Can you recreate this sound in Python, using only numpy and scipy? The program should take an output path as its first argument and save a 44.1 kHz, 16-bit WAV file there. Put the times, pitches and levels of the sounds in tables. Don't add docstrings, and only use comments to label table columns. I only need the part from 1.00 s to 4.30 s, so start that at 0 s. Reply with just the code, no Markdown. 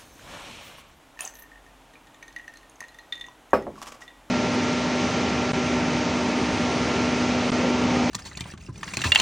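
import sys
import numpy as np
from scipy import signal
from scipy.fft import rfft, irfft
from scipy.io import wavfile

SR = 44100
rng = np.random.default_rng(int(sys.argv[2]) if len(sys.argv) > 2 else 0)


def wrap_up_sound(samples):
    columns = np.atleast_2d(samples).T
    tamed = np.clip(columns, -1, 1)
    steps = np.round(tamed * 32767).astype(np.int16)
    wavfile.write(sys.argv[1], SR, steps)


def boost(x):
    u = np.asarray(x, float) / 20
    return 10 ** u


N = 145530

# pitch_hz, level_db per Hz
HISS_COLOUR = [(200, -53), (350, -3), (850, 2), (1700, -6), (3300, -9), (4800, -17), (6800, -16),
               (16000, -27.5)]
# pitch_hz, width_hz, level_db
FAN_HUMS = [(44.8, 5.8, -62.5), (135, 66, -66.5), (266.7, 26, -65), (311, 6.7, -67.5)]
# pitch_hz, time to fall 60 dB t60_s
ROOM_T60 = [(200, 0.42), (2000, 0.31), (10000, 0.18)]

# start_s, length_s, level_db
DRAGS = [
    (2.74, 0.38, -55),
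    (2.778, 0.06, -62),
    (2.816, 0.008, -40.5),
    (2.823, 0.022, -37),
    (2.858, 0.01, -44),
    (2.867, 0.047, -41),
    (2.919, 0.016, -39),
    (2.94, 0.037, -54),
    (3.005, 0.073, -49.5),
]
# pitch_hz, level_db
DRAG_COLOUR = [(300, -18), (1140, -5.5), (1600, -14), (3000, -15.5), (4200, -23), (5100, -15.5),
               (6800, -18.5), (16000, -38)]

# start_s, level_db, dullness_db_per_khz, free ringing share (0 to 1)
KNOCKS = [
    (2.532, -1.5, 0, 1),
    (2.571, -14, -3, 0.35),
    (2.668, -11, -10, 0.49),
]
# start_s, level_db
BLOWS = [
    (2.5326, -.2),
    (2.5381, -7),
    (2.5413, -11),
    (2.668, -25),
]
TABLE_HZ = [76, 214, 262, 392, 430, 508, 581, 689, 815, 927, 1136, 1278, 1610, 2470]
# level_db, t60_s
TABLE_RINGS = [(-29.5, 0.2), (-29, 0.54), (-18.5, 0.11), (-27, 0.41), (-38.5, 0.65), (-20, 0.23),
               (-22, 0.23), (-29, 0.18), (-27, 0.3), (-37, 0.38), (-16.5, 0.13), (-10.5, 0.067),
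               (-7, 0.029), (-34, 0.12)]
# pitch_hz, level_db per Hz
RATTLE_COLOUR = [(59, -54), (200, -13), (600, 3.5), (800, -4), (1600, -14), (3800, -32.5), (8000, -40),
                 (16000, -47)]
# pitch_hz, t60_s
RATTLE_T60 = [(100, 0.96), (500, 0.13), (2000, 0.23), (8000, 0.19)]

# start_s, level_db, pitch_hz, t60_s
CRACKS = [(.191, -28, 2640, .03), (.206, -22.5, 2600, 0.026), (.208, -14, 9260, 0.013),
          (.208, -23.5, 10500, 0.016), (.208, -16.5, 6940, 0.009), (.217, -23.5, 9420, 0.023),
          (.221, -29.5, 3160, 0.04), (.225, -39, 810, 0.027), (.242, -33, 760, 0.043),
          (0.251, -19, 6340, 0.017), (0.253, -22, 7590, 0.046), (.276, -19.5, 6350, 0.013),
          (1.226, -31, 2210, 0.026), (2.668, -26.5, 720, 0.058), (.955, -38, 2360, 0.076),
          (1.697, -40, 9600, 0.018), (1.697, -38, 6550, 0.017), (2.542, -34.5, 5150, 0.2),
          (1.758, -40, 6430, .02), (1.816, -22.5, 1050, 0.0062), (2.285, -30.5, 1010, 0.021),
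          (3.019, -46, 7540, 0.017), (1.558, -44, 4120, 0.13), (1.5722, -44, 4220, 0.094),
          (1.89, -45.5, 4170, .05), (1.994, -42.5, 4100, 0.064), (1.612, -46, 2850, .02),
          (2.286, -42, 5900, 0.016), (2.285, -41, 2800, .015), (2.779, -34, 1112, 0.085),
          (2.817, -28.5, 1150, 0.024), (2.955, -42, 700, 0.051), (0.192, -36.5, 1015, 0.025),
          (0.205, -32, 1130, 0.025), (1.1444, -43, 3550, .03), (1.1444, -46, 7100, 0.04),
          (2.757, -34.5, 1300, 0.014), (3.017, -52, 5600, 0.013), (3.023, -47, 5400, 0.011),
          (3.029, -43, 6100, 0.011), (3.038, -43, 5560, 0.01), (3.05, -51, 5260, .012),
          (0.234, -39, 1800, 0.039), (.262, -30, 825, 0.017), (0.259, -34.5, 2790, 0.034)]
# start_s, length_s, level_db
SLUSH = [
    (.19, 0.17, -43.5),
]
# pitch_hz, level_db per Hz
SLUSH_COLOUR = [(180, -54), (300, -11), (774, -0.5), (1300, -4), (2650, -3.5), (4230, -11), (6300, -8.5),
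                (16000, -15)]
# start_s, length_s, level_db
FIZZ = [
    (.335, 0.11, -56.5),
    (.387, 0.039, -48.5),
    (.422, 0.02, -49),
]

# start_s, first_ring_db, second_ring_db, high_rings_db
CLINKS_TIPPED = [(0.1727, -52.5, -69, -61), (0.191, -40, -37, -45), (0.2055, -36, -58, -45),
                 (0.274, -43, -42, -53), (0.304, -56, -63, -60), (0.3378, -46.5, -55, -52),
                 (0.3537, -52, -63, -46), (0.3697, -51, -55, -50), (0.3876, -47, -42, -60),
                 (0.4214, -51, -53, -53), (0.437, -47, -65, -65), (0.5164, -48.5, -77, -67),
                 (0.5565, -48, -66, -69), (.6635, -53, -66, -60), (.9363, -59, -43, -64),
                 (1.07, -49.5, -44, -58), (1.1444, -54, -49, -60), (1.2274, -43, -38, -49),
                 (1.28, -48.5, -41, -51), (1.3053, -47, -66, -67), (1.3264, -67, -47, -55),
                 (1.3625, -29.5, -35, -47), (1.3859, -40, -56, -56), (1.396, -40.5, -63, -64),
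                 (1.4139, -45, -58, -59), (1.4435, -53, -60, -63), (1.479, -33, -41, -50),
                 (1.5378, -42, -47, -50.5), (1.5714, -49, -43, -50), (1.6295, -52.5, -46, -66)]
# start_s, first_ring_db, second_ring_db, high_rings_db
CLINKS_UPRIGHT = [(1.8053, -32, -38, -38), (1.826, -36, -57, -59), (1.8385, -39, -52, -58),
                  (1.8464, -40, -48, -65), (1.8834, -53, -43, -52), (1.921, -58, -62, -67),
                  (1.9445, -47, -54.5, -54), (1.9869, -45.5, -53, -51.5), (2.1236, -29, -24, -48),
                  (2.1544, -49, -46, -54), (2.1774, -47.5, -43, -56), (2.198, -58, -60, -52.5),
                  (2.2109, -34, -33.5, -48.5), (2.2408, -38.5, -47, -60), (2.2644, -42.5, -56, -54),
                  (2.507, -61, -71, -55), (2.5174, -50.5, -64, -66), (2.6234, -45, -60, -57.5),
                  (3.02, -40, -52, -62), (3.0784, -37.5, -42.5, -56.5), (3.1044, -49, -63, -72)]
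# start_s, pitch_hz
TILT = [(0, 1810), (1.3, 1858), (1.37, 1916), (1.47, 1826), (1.85, 1869), (2.1, 1910), (3.3, 1930)]
# pitch_hz, level_db, t60_s
FIRST_RINGS = [(1930, 2, 0.067), (1974, -3.5, 0.021), (2530, -6.5, 0.016), (2784, -6, 0.014)]
# pitch_hz, level_db, t60_s
SECOND_RINGS = [(3564, -2, .055), (3640, -17, .04), (3865, -21, .05), (4200, -22, .07), (2820, -22, .05)]
# pitch_hz, level_db, t60_s
HIGH_RINGS = [(6550, 2.5, 0.017), (6170, -3.5, 0.022), (7560, -10, 0.019), (10500, -13, 0.028),
              (5400, -8, 0.016)]
RING_DB = [0, 6.5, 4.5]
SCATTER_DB = [4.5, 1, 4]


def evened(x):
    return x / np.sqrt(np.mean(x ** 2) + 1e-20)


def read(points, hz):
    f, value = np.transpose(points)
    return np.interp(np.log(hz + 1), np.log(f + 1), value)


def add(mix, s, sound):
    part = mix[round(s * SR):][:len(sound)]
    part += sound[:len(part)]


def colour(x, points):
    hz = np.fft.rfftfreq(len(x), 1 / SR)
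    return evened(irfft(rfft(x) * boost(read(points, hz)), len(x)))


def ring(hz, db, t60, rise_s=0.00014):
    t = np.arange(SR // 2) / SR
    return boost(db - 60 * t / t60) * (1 - np.exp(-t / rise_s)) * np.sin(2 * np.pi * hz * t)


def fuzzy(hz, width, x):
    r = np.exp(-np.pi * width / SR)
    return evened(signal.lfilter([1, 0, -1], [1, -2 * r * np.cos(2 * np.pi * hz / SR), r * r], x))


def tail(t60s, x):
    hz, t, bands = signal.stft(x, SR, nperseg=128)
    decay = boost(-60 * t / read(t60s, hz)[:, None])
    return signal.istft(bands * decay, SR, nperseg=128)[1]


def bursts(rows, grit):
    out = np.zeros(N)
    for s, length, db in rows:
        u = np.arange(0, length, 1 / SR) / length
        stroke = np.sin(np.pi * u ** 0.41) ** 2
        add(out, s, boost(db) * stroke * grit[round(s * SR):][:len(u)])
    return out


def air():
    out = boost(-55.5) * colour(rng.standard_normal(N), HISS_COLOUR)
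    for hz, width, db in FAN_HUMS:
        out = out + boost(db) * fuzzy(hz, width, rng.standard_normal(N))
    whine_hz, whine_db = 11220, -77
    drift = np.cumsum(rng.standard_normal(N)) / 50
    return out + boost(whine_db) * np.sin(2 * np.pi * whine_hz * np.arange(N) / SR + drift)


def room(x):
    echoes = np.zeros(SR // 2)
    at = np.arange(200, SR // 2 - 20, 20)
    echoes[at + rng.integers(0, 20, len(at))] = rng.choice([-1., 1.], len(at))
    decay = tail(ROOM_T60, echoes)
    return signal.fftconvolve(x, decay / np.linalg.norm(decay))[:N]


def drags():
    slips_per_s = 1100
    slips = rng.standard_normal(N) * (1 + 4 * (rng.random(N) < slips_per_s / SR))
    wood = fuzzy(1130, 37, slips)
    return bursts(DRAGS, colour(slips, DRAG_COLOUR) + boost(-15) * wood)


def blows():
    blow_hz, blow_s, sag_s = 1250, 0.0008, 0.0018
    t = np.arange(441) / SR
    swell = (t / blow_s * np.exp(1 - t / blow_s)) ** 2
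    blow = swell * np.sin(2 * np.pi * blow_hz * sag_s * (1 - np.exp(-t / sag_s)))
    out = np.zeros(N)
    for s, db in BLOWS:
        add(out, s, boost(db) * blow)
    return out


def shaken_table():
    out, rise_s, rattle_db = np.zeros(N), 0.003, -15
    for s, db, dull_db, free in KNOCKS:
        for k, (hz, (mode_db, t60)) in enumerate(zip(TABLE_HZ, TABLE_RINGS)):
            tone = ring(hz, db + mode_db + dull_db * hz / 1000, t60 * free, rise_s=rise_s)
            add(out, s, (-1) ** k * tone)
        shake = [(hz, level + dull_db * hz / 1000) for hz, level in RATTLE_COLOUR]
        t60s = [(hz, t60 * free) for hz, t60 in RATTLE_T60]
        rattle = tail(t60s, colour(rng.standard_normal(SR // 2), shake))
        rise = 1 - np.exp(-np.arange(len(rattle)) / SR / rise_s)
        add(out, s, boost(db + rattle_db) * rattle * rise)
    return out


def cracks():
    out = np.zeros(N)
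    for (s, db, hz, t60), luck in zip(CRACKS, rng.standard_normal((len(CRACKS), 3))):
        for z in luck:
            add(out, s, ring(hz * (1 + 0.0212 * z), db - 13.5, t60, rise_s=0.000087))
    grains = boost(1.5 * rng.exponential(1, N // 40 + 1)).repeat(40)[:N]
    grit = rng.standard_normal(N) * grains
    slush = bursts(SLUSH, colour(grit, SLUSH_COLOUR))
    fizz = bursts(FIZZ, fuzzy(12500, 1400, grit))
    return out + slush + fizz


def clinks():
    out, rows = np.zeros(N), CLINKS_TIPPED + CLINKS_UPRIGHT
    groups = (FIRST_RINGS, SECOND_RINGS, HIGH_RINGS)
    modes = [(g, *mode) for g, group in enumerate(groups) for mode in group]
    luck_rows = rng.standard_normal((len(rows), len(modes) + 2048))
    for (s, *dbs), luck in zip(rows, luck_rows):
        water_shift = np.interp(s, *np.transpose(TILT)) / FIRST_RINGS[0][0]
        for (g, hz, db, t60), z in zip(modes, np.clip(luck, -1.5, 1.5)):
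            db += dbs[g] + RING_DB[g] + SCATTER_DB[g] * z
            if s < 1.9 and 3000 < hz < 3700:
                db -= 17
            sag = 0.96 if s < 1.75 and g == 2 else 1
            shift = water_shift if g == 0 else sag + 0.0035 * g * g * np.sin(7 * z)
            add(out, s, ring(hz * shift, db, t60, rise_s=0.001))
        tick = signal.lfilter([4, -1.5, 9, -7, -5, -13.5], [1], luck[-176:])
        add(out, s, boost(dbs[2] - 19 - np.linspace(0, 30, 176)) * tick)
        haze, haze_t60 = fuzzy(1970, 1350, luck[-2048:]), 0.095
        add(out, s, boost(dbs[1] - 18.5 - 60 * np.arange(2048) / SR / haze_t60) * haze)
    return out


def scene():
    table = blows() + shaken_table()
    mug = clinks() + cracks() + drags()
    mid = mug + table + boost(-9.5) * room(mug) + air()
    side = boost(-33) * table + boost(-30) * mug
    return np.array([mid - side, mid + side])


def band_limit(x):
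    return signal.sosfilt(signal.butter(12, 16410, fs=SR, output="sos"), x)


def record(dry):
    duck_s, duck_length_s, edge_hz = 2.5247, 0.0042, 15950
    u = (np.arange(N) / SR - duck_s) / duck_length_s
    mute = np.clip(3 * np.sin(np.pi * np.clip(u, 0, 1)), 0, 1)
    ducked = dry * (1 - mute)
    edge = signal.firwin(511, edge_hz, window=("kaiser", 9), fs=SR)
    return band_limit(signal.oaconvolve(ducked, edge[None], "same"))


dry = scene()
out = record(dry)
wrap_up_sound(out)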